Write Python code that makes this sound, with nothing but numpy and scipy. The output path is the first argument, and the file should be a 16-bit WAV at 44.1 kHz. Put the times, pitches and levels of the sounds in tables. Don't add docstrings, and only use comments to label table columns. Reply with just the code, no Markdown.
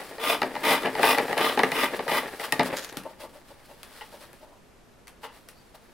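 import sys
import numpy as np
from scipy import signal
from scipy.fft import rfft, irfft, next_fast_len
from scipy.io import wavfile
from scipy.ndimage import map_coordinates

SR = 44100
rng = np.random.default_rng(int(sys.argv[2]) if len(sys.argv) > 2 else 0)


def transcribe(u):
    v = np.clip(np.atleast_2d(u).T, -1, 1)
    q = np.round(v * 32767).astype(np.int16)
    wavfile.write(sys.argv[1], SR, q)


N = 261513

# (start [s], fastest [s], rasp [dB], swell [dB], slowing [dB/s], hiss re rasp [dB])
PULLS = [(0.193, 0.327, -19.5, 16.5, 328, -8.5), (0.628, 0.734, -16.5, 10, 248, -9.5),
         (1.003, 1.107, -17.5, 12, 205, -8), (1.365, 1.488, -19.5, 9, 287, -13),
         (1.716, 1.843, -20.5, 13.5, 340, -9.5), (2.075, 2.179, -22.5, 5.5, 304, -9)]
# (time [s], level [dB], hardness [dB])
SLAPS = [(0.181, -40.5, -4), (0.417, -23, 0), (0.429, -27, -3), (0.552, -33, 3), (0.562, -35, -7.5),
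         (0.832, -35, 8), (0.857, -27, 0), (0.869, -30.5, -3.5), (0.951, -31.5, -3), (0.994, -31.5, -11.5),
         (1.03, -18.5, 4.5), (1.037, -24, -9), (1.175, -31, -12), (1.183, -21, 4), (1.198, -33, -14),
         (1.28, -33.5, -3), (1.328, -27, -1), (1.368, -34.5, -13), (1.378, -23, 7.5), (1.574, -26.5, -10),
         (1.591, -20.5, -0.5), (1.633, -16.5, 2), (1.717, -25, 7.5), (1.829, -28, -2), (1.991, -32, -5.5),
         (2.065, -45, -19), (2.079, -29, -1), (2.115, -27.5, -4.5), (2.396, -33.5, 5), (2.523, -19, 13),
         (2.594, -19.5, -3.5), (2.632, -33, 12), (2.733, -40, -14.5), (2.968, -43.5, -2)]
# (frequency [Hz], width [Hz], level [dB])
RIM_MODES = [(142, 19, -24.5), (275.2, 33, -2), (454, 14, 3.5), (594, 66, 0.5), (715, 185, -5),
             (867, 113, 2), (940, 116, -0.5), (1081, 48, -1.5), (1215, 24.4, 6.5), (1380, 27, -3),
             (1550, 104, -7.5), (1944, 104, 0), (2076, 180, -2.5), (2430, 108, -2.5), (2800, 400, -11.5),
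             (3063, 71, -2.5), (3460, 115, -6.5), (4030, 280, -11), (4450, 1600, -24)]
# (frequency [Hz], level [dB])
CRACK_SPECTRUM = [(700, -33), (2000, 3.5), (3500, 2.5), (5000, -1), (7000, -4.5), (11000, 1.5), (13000, -6),
                  (16000, -8.5)]
# (frequency [Hz], level [dB])
SWISH_SPECTRUM = [(400, -36), (1200, 8.5), (2500, 3.5), (4700, 2.5), (6500, -5.5), (8500, -2), (11000, -1),
                  (13000, -6), (16000, -5)]
THUD_LOSS_DB_PER_DB = 0.7


def amp(db):
    return 10 ** (np.asarray(db) / 20)


def unit(x):
    return x / np.sqrt(np.mean(x ** 2) + 1e-20)


def unit_onset(x):
    return x / np.sqrt(np.mean(x[:SR // 50] ** 2) + 1e-20)


def add(track, time_s, sound):
    start = max(round(time_s * SR), 0)
    track[start:start + len(sound)] += sound[:N - start]


def along(points, hz):
    point_hz, values = np.transpose(points)
    return np.interp(np.log(hz + 1), np.log(point_hz + 1), values)


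def filtered(x, response):
    n = x.shape[-1]
    size = next_fast_len(n + SR // 4)
    return irfft(rfft(x, size) * response(np.fft.rfftfreq(size, 1 / SR)), size)[..., :n]


def coloured(x, spectrum):
    return filtered(x, lambda hz: amp(along(spectrum, hz)))


def rung(x, modes):
    t = np.arange(SR // 5) / SR
    ring = sum((-1) ** k * amp(db) * width_hz * np.exp(-np.pi * width_hz * t) * np.cos(2 * np.pi * hz * t)
               for k, (hz, width_hz, db) in enumerate(modes))
    return signal.fftconvolve(x, ring)[:len(x)]


def envelope(points):
    times_s, db = np.transpose(points)
    t = np.arange(N) / SR
    fade = np.exp(-np.maximum(times_s.min() - t, 0) / .003 - np.maximum(t - times_s.max(), 0) / .012)
    return amp(np.interp(t, times_s, db)) * fade


def swell(peak_s, sigma_s):
    return np.exp(-.5 * ((np.arange(N) / SR - peak_s) / sigma_s) ** 2)


def dying(start_s, rise_s, db_per_s):
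    age_s = np.maximum(np.arange(N) / SR - start_s, 0)
    return (1 - np.exp(-(age_s / rise_s) ** 2)) * amp(-db_per_s * age_s)


def wobble(rate_hz):
    knots = rng.standard_normal(int(N * rate_hz / SR) + 4)
    return map_coordinates(knots, [np.arange(N) * rate_hz / SR])


def slips(rate_hz, scatter_db, smooth):
    releases = (rng.random(N) < rate_hz / SR) * rng.choice([-1, 1], N)
    sizes = amp(scatter_db * np.clip(rng.standard_normal(N), -2, 2))
    return unit(unit(releases * sizes) + smooth * rng.standard_normal(N))


def contact(t60_s, chatter_db, chatter_t60_s):
    t = np.arange(SR // 4) / SR
    rise = 1 - np.exp(-(t / .0006) ** 2)
    decay = amp(-60 * t / t60_s) + amp(chatter_db - 60 * t / chatter_t60_s)
    return rng.standard_normal(len(t)) * rise * decay


def bounced(gap_s, t60_s, chatter_db, chatter_t60_s):
    first, second = (contact(t60_s, chatter_db, chatter_t60_s) for _ in range(2))
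    return first + amp(-11) * np.pad(second, (round(gap_s * SR), 0))[:len(first)]


def pull_speed(start_s, fastest_s, swell_db, slowing_db_per_s, grip_s=0.0047):
    t = np.arange(N) / SR
    to_go = np.clip((fastest_s - t) / (fastest_s - start_s), 0, 1)
    grip = 1 - np.exp(-np.maximum(t - start_s, 0) / grip_s)
    return grip * amp(-swell_db * to_go ** 2 - slowing_db_per_s * np.maximum(t - fastest_s, 0))


def room_tone():
    # (frequency [Hz], level [dB])
    spectrum = [(12, -8), (20, -11.5), (38, -8), (93, -14.5), (116, -14), (182, -14), (262, -13.5),
                (319, -18), (347, -14.5), (1090, -22.5), (3950, -33.5), (4940, -34.5), (13200, -41),
                (16000, -67)]
    mid, side = (unit(coloured(rng.standard_normal(N), spectrum)) for _ in range(2))
    return amp(-56.5) * np.array([mid + .6 * side, mid - .6 * side])


def reflections(x):
    # (frequency [Hz], T60 [s])
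    wall_t60 = [(150, 0.67), (400, 0.26), (1000, 0.26), (3000, 0.18), (8000, 0.19), (15000, 0.096)]
    hz, t, noise = signal.stft(rng.standard_normal(SR // 2), SR, nperseg=256)
    tail = signal.istft(noise * amp(-60 * t / along(wall_t60, hz)[:, None]), SR, nperseg=256)[1]
    delayed = np.pad(x, (SR // 125, 0))[:N]
    return signal.fftconvolve(delayed, tail / np.linalg.norm(tail))[:N]


def faint_whistle():
    ring_hz, width_hz = 4520, 220
    ring = unit(rung(slips(rate_hz=600, scatter_db=3, smooth=.5), [(ring_hz, width_hz, 0)]))
    return amp(-66) * swell(peak_s=5.595, sigma_s=.04) * ring


def rustle():
    # (time [s], level [dB])
    sliding = [(0.0, -45.5), (0.16, -50.5), (0.63, -49), (0.79, -45.5), (1.32, -44), (2.21, -47.5),
               (2.69, -49), (2.79, -45.5), (3.01, -63), (3.45, -63.5), (4.13, -56), (4.38, -63),
               (4.91, -88), (5.38, -66.5), (5.93, -66)]
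    friction = coloured(slips(rate_hz=1200, scatter_db=4.5, smooth=1.1), SWISH_SPECTRUM)
    return amp(0.5) * envelope(sliding) * unit(friction * amp(2.2 * wobble(rate_hz=50)))


def weave_creak():
    # (time [s], level [dB])
    hold = [(0, -40), (0.6, -31), (1.12, -31.5), (1.67, -29), (2.3, -40.5), (2.65, -29), (3.3, -53),
            (4.27, -49), (4.74, -91), (5.93, -53)]
    # (peak [s], sigma [s], level [dB])
    presses = [(0.014, 0.015, -32), (0.123, 0.013, -40), (0.867, 0.025, -25), (0.988, 0.026, -28),
               (1.229, 0.0088, -25), (1.316, .011, -19), (1.41, 0.0082, -23.5), (1.678, 0.0093, -27),
               (1.948, 0.02, -27), (2.008, 0.0057, -25.5), (2.261, 0.03, -33), (2.34, 0.021, -40),
               (2.705, 0.011, -28), (2.738, 0.0086, -25.5)]
    # (frequency [Hz], level [dB])
    spectrum = [(53, -60), (90, -18), (346, -2), (464, 2), (680, -3), (831, -1.5), (1220, -12),
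                (1540, -11.5), (1690, -4.5), (1960, -8), (3200, -20.5), (3500, -20.5), (7000, -44.5),
                (9100, -49), (15400, -120)]
    hold_db, shake_db, drag_db = -7, -4.5, -11
    loads = [amp(hold_db) * envelope(hold)]
    loads += [amp(db) * swell(peak_s, sigma_s) for peak_s, sigma_s, db in presses]
    for time_s, db, hard_db in SLAPS:
        shake = amp(db + shake_db - THUD_LOSS_DB_PER_DB * max(hard_db, 0))
        loads.append(shake * dying(time_s, rise_s=0.0051, db_per_s=184))
    for start_s, fastest_s, db, swell_db, slowing_db_per_s, _ in PULLS:
        loads.append(amp(db + drag_db) * pull_speed(start_s, fastest_s, swell_db, slowing_db_per_s))
    friction = coloured(slips(rate_hz=800, scatter_db=4.5, smooth=0.7), spectrum)
    return amp(-3) * np.linalg.norm(loads, axis=0) * unit(friction * amp(2.7 * wobble(rate_hz=70)))


def pile_search():
    # (peak [s], sigma [s], level [dB], dryness [dB])
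    strokes = [(2.41, .01, -41.5, 3), (2.45, 0.013, -39, 2.5), (2.667, .013, -40, 4.5),
               (3.065, 0.01, -47, -10), (3.104, 0.011, -50.5, -4.5), (3.213, 0.011, -46.5, 1.5),
               (3.244, 0.017, -46, -4), (3.357, 0.019, -53.5, -3.5), (3.489, 0.011, -61, 6.5),
               (3.515, 0.0087, -51.5, -5.5), (3.71, 0.016, -52.5, -4), (3.974, 0.057, -54.5, 3),
               (4.145, 0.015, -57.5, -11), (4.226, .028, -54, 2.5), (4.432, 0.014, -55.5, -4),
               (4.517, .04, -69.5, -14.5), (4.99, 0.0071, -70, -2), (5.247, 0.015, -47.5, 1),
               (5.361, 0.032, -57, 0.5), (5.754, 0.0063, -49, -1.5)]
    # (time [s], level [dB], decay [dB/s])
    plucks = [(2.425, -30.5, 330), (4.007, -33, 620), (5.23, -34.5, 276)]
    # (frequency [Hz], level [dB])
    scuff_spectrum = [(120, -23), (300, -3), (430, -13.5), (520, 0.5), (600, 6.5), (720, -6.5), (900, 1),
                      (1200, -13.5), (2100, -58), (4000, -58), (8000, -65)]
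    # (frequency [Hz], width [Hz], level [dB])
    twang_modes = [(467, 21, 2.5), (850, 65, 1.5), (1065, 300, -5.5), (1974, 150, -5.5), (2890, 330, -9.5),
                   (5100, 1600, -24.5)]
    scuff = unit(coloured(slips(rate_hz=900, scatter_db=3.5, smooth=.7), scuff_spectrum))
    twang = unit(rung(slips(rate_hz=1300, scatter_db=-4, smooth=0.49), twang_modes))
    swish = unit(coloured(slips(rate_hz=1200, scatter_db=6, smooth=1.0), SWISH_SPECTRUM))
    out = np.zeros(N)
    for peak_s, sigma_s, db, dry_db in strokes:
        blend = amp(-dry_db) * scuff + amp(-7.5) * twang + amp(dry_db) * swish
        out += amp(db) * swell(peak_s, sigma_s) * blend
    for time_s, db, db_per_s in plucks:
        out += amp(db) * dying(time_s, rise_s=0.0063, db_per_s=db_per_s) * twang
    return out


def edge_ticks():
    # (time [s], level [dB])
    flicks = [(2.5257, -21), (2.77, -17), (2.8454, -21.5), (2.926, -28), (2.9705, -15.5), (3.035, -32),
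              (3.8311, -23.5), (4.3302, -33.5), (5.0712, -31.5), (5.0798, -28), (5.4872, -26.5)]
    # (frequency [Hz], width [Hz], level [dB])
    edge_modes = [(600, 500, 1), (1570, 500, 2), (2680, 230, -1)]
    out = np.zeros(N)
    for time_s, db in flicks:
        snap = coloured(contact(t60_s=.004, chatter_db=-26, chatter_t60_s=.16), CRACK_SPECTRUM)
        ring = rung(contact(t60_s=0.023, chatter_db=-11, chatter_t60_s=0.4), edge_modes)
        add(out, time_s, amp(db - 23) * unit_onset(snap) + amp(db - 27) * unit_onset(ring))
    return out


def tail_slip():
    # (frequency [Hz], width [Hz], level [dB])
    squeak_modes = [(1520, 350, 4.5), (3450, 1200, -1), (5050, 1300, -2), (6870, 790, -1),
                    (9300, 2900, -11.5), (13000, 2500, -12)]
    gain = envelope([(2.770, -33), (2.785, -35), (2.805, -46), (2.85, -38.5), (2.87, -63), (2.895, -42)])
    catches = slips(rate_hz=550, scatter_db=3, smooth=.3)
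    return gain * unit(rung(catches, squeak_modes))


def basket_boom():
    # (frequency [Hz], width [Hz], level [dB])
    deep_modes = [(148, 26, 1.5), (194.4, 14.7, 3.5), (284, 50, 1)]
    return unit_onset(rung(contact(t60_s=0.0095, chatter_db=-25.5, chatter_t60_s=0.14), deep_modes))


def slaps():
    # (frequency [Hz], width [Hz], level [dB])
    wall_modes = [(259.7, 12.6, -1.5), (370.4, 13.6, -1.5), (436, 68, 1.5), (598, 28, 2), (682.5, 28, 1),
                  (831, 35.6, 7.5), (947, 44, 0.5), (1107, 170, -11.5)]
    # (frequency ratio, width [Hz], level [dB])
    strip_ratios = [(.66, 161, -3.5), (0.871, 200, 0), (1.002, 127, 5), (1.19, 253, -5), (1.44, 277, -8.5),
                    (1.88, 648, -12.5), (2.55, 726, -18.5)]
    # (time [s], level [dB])
    jolts = [(2.593, -30), (2.633, -38.5), (2.969, -38)]
    out = np.zeros(N)
    for time_s, db, hard_db in SLAPS:
        ring_hz = 1936 * np.exp(0.021 * rng.standard_normal())
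        gap_s = .011 * (.5 + rng.random())
        strip_modes = [(ring_hz * ratio, width_hz, mode_db) for ratio, width_hz, mode_db in strip_ratios]
        wall_blow = bounced(gap_s, t60_s=0.0079, chatter_db=-19.5, chatter_t60_s=0.062)
        strip_blow = bounced(gap_s, t60_s=.01, chatter_db=-18, chatter_t60_s=.1)
        sharp_blow = contact(t60_s=.005, chatter_db=-26, chatter_t60_s=0.1)
        thud = amp(-3 - THUD_LOSS_DB_PER_DB * hard_db) * unit_onset(rung(wall_blow, wall_modes))
        clack = amp(-5) * unit_onset(rung(strip_blow, strip_modes))
        rim = amp(-12) * unit_onset(rung(strip_blow, RIM_MODES))
        crack = amp(-22 + hard_db) * unit_onset(coloured(sharp_blow, CRACK_SPECTRUM))
        add(out, time_s, amp(db) * (amp(-17.5) * basket_boom() + thud + rim + clack + crack))
    for time_s, db in jolts:
        add(out, time_s, amp(db) * basket_boom())
    low_cut_hz = 115
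    return signal.sosfilt(signal.butter(2, low_cut_hz, "highpass", fs=SR, output="sos"), out)


def pulls():
    # (frequency [Hz], level [dB])
    hiss_spectrum = [(2500, -26), (5000, 6.5), (6600, -8.5), (8500, -1), (10200, 2.5), (11500, 5),
                     (12600, -3), (14000, -2.5), (15300, 1.5), (17000, 0.5)]
    snags = slips(rate_hz=140, scatter_db=7, smooth=0)
    rubbing = slips(rate_hz=1700, scatter_db=3, smooth=0.45) + .5 * snags
    fibres = unit(coloured(slips(rate_hz=4400, scatter_db=6, smooth=0.99) + .25 * snags, hiss_spectrum))
    out = np.zeros(N)
    for start_s, fastest_s, rasp_db, swell_db, slowing_db_per_s, hiss_db in PULLS:
        speed = pull_speed(start_s, fastest_s, swell_db, slowing_db_per_s)
        held_modes = [(hz, width_hz, db + rng.normal(0, 1.5)) for hz, width_hz, db in RIM_MODES]
        rasp = speed * unit(rung(rubbing, held_modes))
        hiss = amp(hiss_db) * speed ** 1.26 * fibres
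        out += amp(rasp_db - 3) * (rasp + hiss)
    jerks = amp(1.3 * wobble(rate_hz=130))
    return out * jerks


def handwork():
    direct = pulls() + slaps() + edge_ticks() + pile_search() + tail_slip() + faint_whistle()
    direct += weave_creak() + rustle()
    return direct + amp(-12) * reflections(direct)


def scene():
    # (frequency [Hz], side re mid [dB])
    width = [(100, -4), (150, -9), (280, -21), (600, -21), (1000, -15), (2000, -14), (4000, -5), (8000, -7),
             (14000, -5)]
    # (frequency [Hz], left re right [dB])
    lean = [(60, .5), (200, 3), (500, 2.8), (1000, 2), (2000, 1), (12000, 1.2)]
    mid, side = handwork(), coloured(handwork(), width)
    pair = np.array([mid + side, mid - side])
    placed = filtered(pair, lambda hz: amp(np.array([along(lean, hz), -along(lean, hz)]) / 2))
    return placed + room_tone()


def record(dry):
    top_hz = 15800
    return filtered(dry, lambda hz: 1 / np.sqrt(1 + (hz / top_hz) ** 300))


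dry = scene()
out = record(dry)
transcribe(out)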